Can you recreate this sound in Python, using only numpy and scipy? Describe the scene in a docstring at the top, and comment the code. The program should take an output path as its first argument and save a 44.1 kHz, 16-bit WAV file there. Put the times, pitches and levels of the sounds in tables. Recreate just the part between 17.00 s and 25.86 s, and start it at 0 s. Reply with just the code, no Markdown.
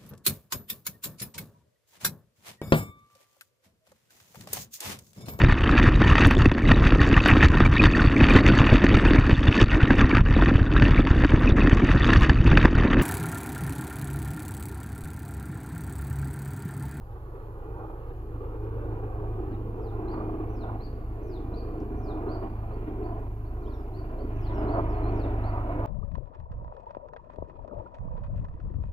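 """Beside a reedy creek, a microphone pair hears a distant engine throb in soft exhaust pulses over a rumble.
A second machine hums and whines in stacked sines; both sag slowly in speed. Their roar, noise combed by a
ground reflection, swells and fades on the moving air over faint hiss. Soon come dry ticks close by (decaying
bursts) and small birds' bent whistles to the left; later one bird repeats a falling slur and an arched note."""
import sys
import numpy as np
from scipy import signal
from scipy.fft import rfft, irfft
from scipy.io import wavfile
from scipy.ndimage import uniform_filter1d

SR = 44100
rng = np.random.default_rng(int(sys.argv[2]) if len(sys.argv) > 2 else 0)


def transcribe(signal):
    """Save signal, clipped to [-1, 1], as a 16-bit WAV file at the path in sys.argv[1]."""
    frames = np.atleast_2d(signal).T
    limited = np.clip(frames, -1, 1)
    pcm = np.round(limited * 32767).astype(np.int16)
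    wavfile.write(sys.argv[1], SR, pcm)


N = 390726
TIME = np.arange(N) / SR  # s
WINDOW, HOP = 2048, 512  # samples
BINS = np.fft.rfftfreq(WINDOW, 1 / SR)  # Hz
FRAMES = np.arange(N // HOP + 3) * HOP / SR  # s


def amp(db):
    """Decibels to gain."""
    return 10 ** (np.asarray(db) / 20)


def unit(x):
    """Scales to rms 1."""
    return x / np.sqrt(np.mean(x ** 2) + 1e-20)


def curve(rows, t=TIME):
    """Every column of a time table at the times t."""
    s, *columns = np.transpose(rows)
    return [np.interp(t, s, column) for column in columns]


def spectrum(points):
    """A frequency table at every bin, interpolated over log frequency."""
    hz, value = np.transpose(points)
    return np.interp(np.log(BINS + 1), np.log(hz + 1), value)


def add(mix, s, sound):
    """Mixes a sound in at time s."""
    part = mix[max(round(s * SR), 0):][:len(sound)]
    part += sound[:len(part)]


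def wander(hz):
    """Slow random motion of rms 1, up to about hz."""
    f = np.fft.rfftfreq(N, 1 / SR)
    smooth = np.exp(-(f / hz) ** 2)
    return unit(irfft(rfft(rng.standard_normal(N)) * smooth, N))


def pan(left_db):
    """Gains of the two channels for a left-minus-right level."""
    return np.array([amp(left_db / 2), amp(-left_db / 2)]).reshape(2, 1, -1)


# how alike distant sound is at the two microphones: [f/Hz, likeness 0-1]
MIC_LIKENESS = [(60, 0.99), (130, 0.99), (290, 1), (450, 0.97), (640, 0.95), (1000, 1), (1500, 0.36),
                (2500, 0.66), (4000, .1)]
# its level difference: [f/Hz, left minus right level/dB]
MIC_TILT = [(60, -1.5), (250, -2), (400, 0.5), (560, -1.5), (700, -2), (900, -3), (1400, -4.5), (2000, -2),
            (2400, 4.5), (3000, 4), (5000, 1.5)]
# its phase difference: [f/Hz, lead of the left microphone/rad]
MIC_LEAD = [(0, 2), (100, 0.02), (300, 0.45), (860, 1.08), (1400, 2), (1900, 3.5), (2400, 4.5)]


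def noise(field_db, distant=True):
    """Stereo noise of rms 1 shaped over time and frequency; when distant, the left microphone leads in phase."""
    a, b, c, d = rng.standard_normal((4, len(FRAMES), len(BINS)))
    z = np.array([a + 1j * b, c + 1j * d])
    if distant:
        same = np.clip(spectrum(MIC_LIKENESS), 0, 1)
        right = same * z[0] + np.sqrt(1 - same ** 2) * z[1]
        z[1] = right * np.exp(-1j * spectrum(MIC_LEAD))
        z = z * pan(spectrum(MIC_TILT))
    shaped = (z * amp(field_db)).swapaxes(1, 2)
    return unit(signal.istft(shaped, nperseg=WINDOW, noverlap=WINDOW - HOP)[1][:, :N])


# the engine's beat: [t/s, firing rate f/Hz]
ENGINE_BEAT = [(0, 27.5), (3.5, 27.35), (6.2, 27.1), (7, 26.8), (8.86, 26.45)]
# level of the throb before its orders are weighted: [t/s, level/dB]
THROB_LEVEL = [(0, -40.5), (.7, -41.5), (1.5, -36.5), (4.2, -36), (6.9, -35.5), (7.5, -31.5), (8.2, -29.5),
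               (8.86, -32.5)]
# harmonics of one exhaust pulse: [multiple of the beat, level against the throb/dB]
THROB_ORDERS = [(1, -3), (2, -3.5), (3, -12.5), (4, -25), (5, -23.5)]
# colour of the low rumble, relative: [f/Hz, level per Hz/dB]
RUMBLE_COLOUR = [(10, -29), (22, -2.5), (50, 6), (85, 1), (130, 0), (155, -11.5), (230, -20.5),
                 (600, -63.5)]


def engine():
    """Each firing pushes one soft pulse out of the exhaust; the upper orders waver most."""
    turns = np.cumsum(curve(ENGINE_BEAT)[0]) / SR + 0.0058 * wander(17)
    level_db, = curve(THROB_LEVEL)
    pulses = 0
    for k, db in THROB_ORDERS:
        pulses = pulses - amp(db + .5 * k * wander(3.0)) * np.cos(2 * np.pi * k * turns)
    throb = np.sqrt(2) * amp(level_db) * pulses * pan(-.6)[:, 0]
    # the deep rumble follows the throb, the upper rumble follows the hum
    upper = spectrum([(60, 0), (110, 1)])
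    throb_db = curve(THROB_LEVEL, FRAMES)[0][:, None]
    hum_db = curve(HUM_LEVEL, FRAMES)[0][:, None]
    deep_swell_db = 0.17 * (1 - upper) * (throb_db - throb_db.mean())
    upper_swell_db = 0.37 * upper * (hum_db - hum_db.mean())
    rumble = noise(spectrum(RUMBLE_COLOUR) + deep_swell_db + upper_swell_db)
    return throb + amp(-42.5) * rumble


# the humming machine's sagging pitch: [t/s, f/Hz]
HUM_PITCH = [(0, 107.2), (2.6, 105.6), (4.4, 105.3), (6.4, 104.7), (8.86, 103.1)]
# level of its fundamental before a 1 dB trim and a waver: [t/s, level/dB]
HUM_LEVEL = [(0.0, -48), (0.81, -44), (0.88, -51.5), (1.31, -38.5), (1.45, -45.5), (1.72, -36.5),
             (4.26, -41), (6.43, -39.5), (6.85, -50), (6.97, -40.5), (7.2, -46), (7.35, -35.5), (8.45, -32),
             (8.85, -35)]
# its overtones: [multiple of the pitch, level against the body of the roar/dB]
HUM_OVERTONES = [(2, -19.5), (3, -7), (4, -11.5), (6, -22.5), (8, -29)]


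def hum():
    """A stack of lines with a strong third; the overtones ride on the same air as the roar."""
    base_db, over_db = curve(HUM_LEVEL)[0], curve(ROAR_BODY)[0]
    turns = np.cumsum(curve(HUM_PITCH)[0]) / SR + .012 * wander(3)
    turns = np.array([turns, turns - .02])  # the right microphone lags
    base = amp(base_db - 1.0 + 1.8 * wander(12)) * np.sin(2 * np.pi * turns)
    over = 0
    for k, db in HUM_OVERTONES:
        line = np.sin(2 * np.pi * (k * turns + rng.random()))
        over = over + amp(over_db + db + 1.43 * wander(3.4)) * line
    return np.sqrt(2) * (base + over)


# colour of the machines' roar, relative: [f/Hz, level per Hz/dB]
ROAR_COLOUR = [(120, -18.5), (175, 2.5), (250, -3), (330, 1), (430, -1.5), (580, -5), (700, -4.5),
               (850, -8), (1000, -7), (1300, -15), (1800, -26), (2600, -30.5), (3400, -43), (5500, -68)]
# the reflection off the ground: [t/s, lowest cancelled f/Hz, strength 0-1]
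GROUND_DIP = [(0, 226, 0.9), (1.7, 217.3, 1), (3, 181, 0.43), (4.2, 183.6, 0.59), (6.8, 170, 0.8),
              (7.5, 167.3, 0.73), (8.86, 157.4, .65)]
# the roar swelling on the air, one table a band, low to high; the roar takes only
# their rise and fall, while the hum's overtones and the whine hang on the body's level: [t/s, level/dB]
ROAR_LOW_END = [(0.05, -59.5), (3.32, -45.5), (4.07, -52.5), (4.48, -48.5), (6.12, -48.5), (6.36, -59.5),
                (7.41, -52), (7.6, -42), (8.53, -50.5), (8.8, -45)]
ROAR_BODY = [(0.03, -57), (0.91, -42.5), (1.01, -50.5), (2.02, -39.5), (2.85, -41.5), (3.22, -35),
             (4.1, -48.5), (4.23, -40.5), (5.31, -36.5), (5.63, -48.5), (6.02, -37), (6.42, -50.5),
             (6.64, -42), (7.0, -45), (7.25, -39), (7.38, -46), (7.64, -33.5), (8.28, -34.5), (8.48, -42),
             (8.85, -36)]
ROAR_MIDRANGE = [(0.03, -57), (0.69, -54.5), (0.81, -44.5), (1.11, -57), (2.14, -48), (2.61, -54),
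                 (3.1, -45.5), (3.15, -41), (3.59, -52.5), (3.69, -45), (3.86, -54.5), (5.06, -48.5),
                 (5.09, -44), (5.93, -52.5), (6.12, -45), (6.29, -56.5), (6.66, -50.5), (7.4, -51),
                 (7.79, -31.5), (7.84, -40.5), (8.45, -41.5), (8.58, -37), (8.75, -41), (8.85, -36)]
ROAR_TREBLE = [(0.06, -80.5), (2.01, -73), (2.93, -73), (3.15, -67.5), (3.88, -73), (6.0, -68.5),
               (6.41, -74), (7.19, -69.5), (7.68, -60), (8.8, -61)]
ROAR_DB = -38.5  # before two slow wavers
ROAR_SINK, ROAR_DIP_HZ = 0.48, 170.4  # how far the colour follows the dip; the dip at which it is unshifted


def roar():
    """Machine noise carried by uneven air and combed by its reflection off the ground."""
    tables = (ROAR_LOW_END, ROAR_BODY, ROAR_MIDRANGE, ROAR_TREBLE)
    levels = np.array([curve(table, FRAMES)[0] for table in tables])
    swell = levels - 10 * np.log10(np.mean(amp(levels) ** 2, axis=1, keepdims=True))
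    # each band's share of the spectrum, crossfading into its neighbours
    corners_hz = (210, 310, 440, 680, 1200, 2100)
    band_weights = np.eye(4)[:, [0, 1, 1, 2, 2, 3]]
    shares = np.array([spectrum(list(zip(corners_hz, w))) for w in band_weights])
    # the reflection cancels at odd multiples of the lowest dip; rough ground scatters the treble away
    dip_hz, strength = (c[:, None] for c in curve(GROUND_DIP, FRAMES))
    reflected = np.clip(strength, 0, .98) * np.exp(-(BINS / 850) ** 2)
    comb = 1 + reflected * np.exp(1j * np.pi * BINS / dip_hz)
    # the colour of the roar sinks along with the dips
    shift = (dip_hz / ROAR_DIP_HZ) ** ROAR_SINK
    colour_db = np.interp(BINS / shift, BINS, spectrum(ROAR_COLOUR))
    # uneven patches over time and frequency
    patches = uniform_filter1d(rng.standard_normal((len(FRAMES), len(BINS))), size=13, axis=0)
    patches = unit(uniform_filter1d(patches, size=4, axis=1))
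    # the machines' casings ring at many fixed, closely spaced pitches
    casing = unit(uniform_filter1d(rng.standard_normal(len(BINS)), size=2))
    field_db = colour_db + swell.T @ shares + 20 * np.log10(abs(comb)) + 2.27 * patches + 1.17 * casing
    return amp(ROAR_DB + 1.12 * wander(32) + .5 * wander(4.6)) * noise(field_db)


WHINE_DB, WHINE_FUZZ = -35, .4  # core level against the roar's body; shake against the core
WHINE_FADES_S, WHINE_FADE_DB_PER_S = 6.4, 4


def whine(order=23, width_hz=7):
    """A fuzzy high overtone that sags with the humming machine and fades late on, and a fainter steady pitch."""
    turn = np.exp(2j * np.pi * order * np.cumsum(curve(HUM_PITCH)[0]) / SR)
    # a steady core, shaken by the air separately at each microphone
    fuzz = np.array([1 + WHINE_FUZZ * (wander(width_hz) + 1j * wander(width_hz)) for side in range(2)])
    upper = amp(-92.5) * wander(12) * np.sin(2 * np.pi * 4178 * TIME) * pan(6)[:, 0]
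    fade_db = WHINE_FADE_DB_PER_S * np.maximum(TIME - WHINE_FADES_S, 0)
    level_db = curve(ROAR_BODY)[0] + WHINE_DB - fade_db
    return amp(level_db) * (fuzz * turn).real + upper


# colour of the faint air around the microphones, relative: [f/Hz, level per Hz/dB]
AIR_COLOUR = [(500, -17), (2000, -5), (3300, 4), (4300, 9), (5700, 1), (7000, 4), (8000, -3.5), (11000, 0),
              (15000, -11.5)]
# colour of the right microphone's own hiss, relative: [f/Hz, level per Hz/dB]
MIC_HISS_COLOUR = [(4000, -28.5), (6800, -14.5), (8200, -22.5), (10000, -14.5), (11200, -3), (12100, -1.5),
                   (12500, -6.5), (13400, -6), (15000, -9), (15700, -9)]


def hiss():
    """Faint even air, and the right microphone's own hiss with a thin high tone."""
    air = amp(-80.5) * noise(spectrum(AIR_COLOUR), distant=False)
    own = amp(-71.0) * noise(spectrum(MIC_HISS_COLOUR), distant=False)[1]
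    tone = amp(-87.0) * np.sin(2 * np.pi * (13482 * TIME + .12 * wander(8)))
    return air + np.array([np.zeros(N), own + tone])


def banks(x, t60=1.0, wet_db=-8, near_db=-5, echo_db=-9):
    """Quick dense scatter from the reeds, distinct echoes from the banks, then a longer tail from the trees."""
    t = np.arange(SR) / SR
    taps = rng.standard_normal((2, 2, SR)) * (rng.random((2, 2, SR)) < 2000 / SR)
    tail = unit(taps[0] * amp(-60 * t / t60) * (t > .03))
    reeds = unit(taps[1] * amp(-60 * t / .2) * (t > .002))
    response = (amp(wet_db) * tail + amp(near_db) * reeds) / np.sqrt(SR)
    for delay, db in ((.024, 0), (.039, -1), (.062, -3)):  # s, dB
        at = (SR * (delay + rng.uniform(0, 0.0022, 2))).astype(int)
        response[(0, 1), at] += amp(echo_db + db)
    return signal.fftconvolve(x[None], response, axes=1)[:, :N]


# dry ticks close by: [t/s, level before the decay/dB, centre f/Hz, decay time/s]
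TICKS = [(.128, -70, 3580, .002), (1.165, -77, 7000, 0.0043), (1.642, -75, 4500, 0.0048),
         (4.802, -67.5, 5230, .008), (6.195, -75, 6900, .005), (7.492, -79, 7496, .004)]


def ticks():
    """Tiny dry snaps, each a quickly dying burst in a broad resonance."""
    out, t = np.zeros(N), np.arange(2048) / SR
    for s, db, hz, decay in TICKS:
        resonance = signal.iirpeak(hz, 4, fs=SR)
        burst = signal.lfilter(*resonance, rng.standard_normal(len(t)))
        add(out, s, amp(db) * unit(burst) * np.exp(-t / decay))
    return out + banks(out, wet_db=-19.5, near_db=-9, echo_db=-30)


def whistle(hz, rasp, share, soft):
    """A note on a pitch curve with soft ends; a share of it buzzes, its pitch jittering by rasp."""
    quiver, buzz = (unit(uniform_filter1d(rng.standard_normal(len(hz)), size=n)) for n in (200, 50))
    hz = hz * (1 + 0.0051 * rng.standard_normal() + .006 * quiver)
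    turns = np.cumsum([hz, hz * (1 + rasp * buzz)], axis=1) / SR
    clear, hoarse = np.sin(2 * np.pi * turns)
    share = np.clip(share, 0, 1)
    voice = np.sqrt(1 - share) * clear + np.sqrt(share) * hoarse
    return np.sqrt(2) * voice * signal.windows.tukey(len(hz), soft)


def glide(length, *pitches):
    """A nearly clear call that bends through three pitches."""
    u = np.linspace(0, 1, int(length * SR))
    bend = np.polyfit([0, .5, 1], pitches, 2)
    return whistle(np.polyval(bend, u), rasp=.01, share=0.091, soft=0.33)


# the slur climbs faintly to a crest, then falls evenly in octaves, louder as it drops
SLUR_S, SLUR_CREST_S, SLUR_CREST_HZ = .184, .05, 6330
SLUR_CLIMB_OCT_PER_S, SLUR_FALL_OCT_PER_S = 3.2, 7.4
SLUR_FULL_HZ, SLUR_FADE_DB_PER_OCT, SLUR_RASP = 4140, 30.5, .04  # rasp: share of the pitch


def slur():
    """A thin hoarse crest that falls into a full whistle."""
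    t = np.arange(0, SLUR_S, 1 / SR) - SLUR_CREST_S
    octaves = np.minimum(SLUR_CLIMB_OCT_PER_S * t, -SLUR_FALL_OCT_PER_S * t)
    hz = SLUR_CREST_HZ * 2 ** octaves
    strain = np.maximum(np.log2(hz / SLUR_FULL_HZ), 0)
    note = whistle(hz, SLUR_RASP, share=.25 + .7 * strain, soft=0.29)
    return amp(-2.5 - SLUR_FADE_DB_PER_OCT * strain) * note


# the arch rises to a rounded top and hooks down
ARCH_S, ARCH_TOP_S, ARCH_RASP = 0.085, .05, .035
ARCH_START_HZ, ARCH_TOP_HZ, ARCH_END_HZ = 3900, 4620, 3980


def arch():
    """A short note that rises, rounds over and hooks down."""
    t = np.arange(0, ARCH_S, 1 / SR) - ARCH_TOP_S
    before = (ARCH_TOP_HZ - ARCH_START_HZ) * abs(t / ARCH_TOP_S) ** 1.3
    after = (ARCH_TOP_HZ - ARCH_END_HZ) * (t / (ARCH_S - ARCH_TOP_S)) ** 2
    drop = np.where(t < 0, before, after)
    return whistle(ARCH_TOP_HZ - drop, ARCH_RASP, share=0.47, soft=0.35)


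# shapes of the other birds' calls, by name: [length/s, start f/Hz, middle f/Hz, end f/Hz]
CALL_SHAPES = {"sigh": (.135, 5900, 5100, 4830), "swoop": (0.12, 6300, 4330, 4700),
               "lift": (.085, 4050, 4170, 4480), "chip": (.052, 3870, 4540, 4130),
               "tsip": (.04, 4800, 3900, 3700), "wip": (.04, 2900, 3250, 3700),
               "peep": (.035, 3300, 3000, 3300)}
# when the others call, before their common trim: [t/s, level/dB, call]
ANSWERS = [(.44, -75, "wip"), (1.075, -76, "tsip"), (1.78, -77, "peep"), (2.516, -69, "tsip"),
           (5.45, -74, "peep"), (5.713, -68, "chip"), (5.785, -75, "peep"), (6.031, -66, "chip"),
           (6.122, -67, "peep"), (6.445, -70, "chip"), (6.625, -69, "tsip"), (6.649, -62.5, "wip"),
           (6.724, -69, "sigh"), (7.182, -64, "chip"), (7.432, -61, "wip"), (7.527, -66.5, "sigh"),
           (7.885, -64, "swoop"), (8.025, -60, "lift")]
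# the main singer's phrases, before its trim: [t/s, slur level/dB, arch follows after/s, arch level/dB]
PHRASES = [(2.742, -61, 0.33, -58.5), (3.481, -56, .315, -56.5), (4.212, -54, .319, -55.5),
           (4.96, -54, 0.32, -56), (6.59, -61, .34, -61), (7.342, -55.5, .331, -59.5),
           (8.09, -55.5, .34, -60)]


def birds():
    """Song from the left, scattered by the banks: the main singer is a little hoarse, the others clearer."""
    singer, others = np.zeros((2, N))
    for s, db, call in ANSWERS:
        add(others, s, amp(db) * glide(*CALL_SHAPES[call]))
    for s, slur_db, after, arch_db in PHRASES:
        add(singer, s, amp(slur_db) * slur())
        add(singer, s + after, amp(arch_db) * arch())
    singer = amp(-10.0 + 1.5 * wander(110)) * singer
    others = amp(-11.5 + 1.5 * wander(110)) * others
    direct = (singer + others) * pan(8.4)[:, 0]
    return direct + banks(singer + amp(-1) * others) * pan(8.8)[:, 0]


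def scene():
    """All that sounds by the creek."""
    return engine() + hum() + roar() + whine() + hiss() + ticks() + birds()


def record(dry):
    """The recorder's band limit at 15.7 kHz, after a 10 ms soft start."""
    dry = dry * np.minimum(TIME / .01, 1)
    low_pass = signal.firwin(511, 15700, window=("kaiser", 9), fs=SR)
    return signal.oaconvolve(dry, low_pass[None], "same")


dry = scene()
out = record(dry)
transcribe(out)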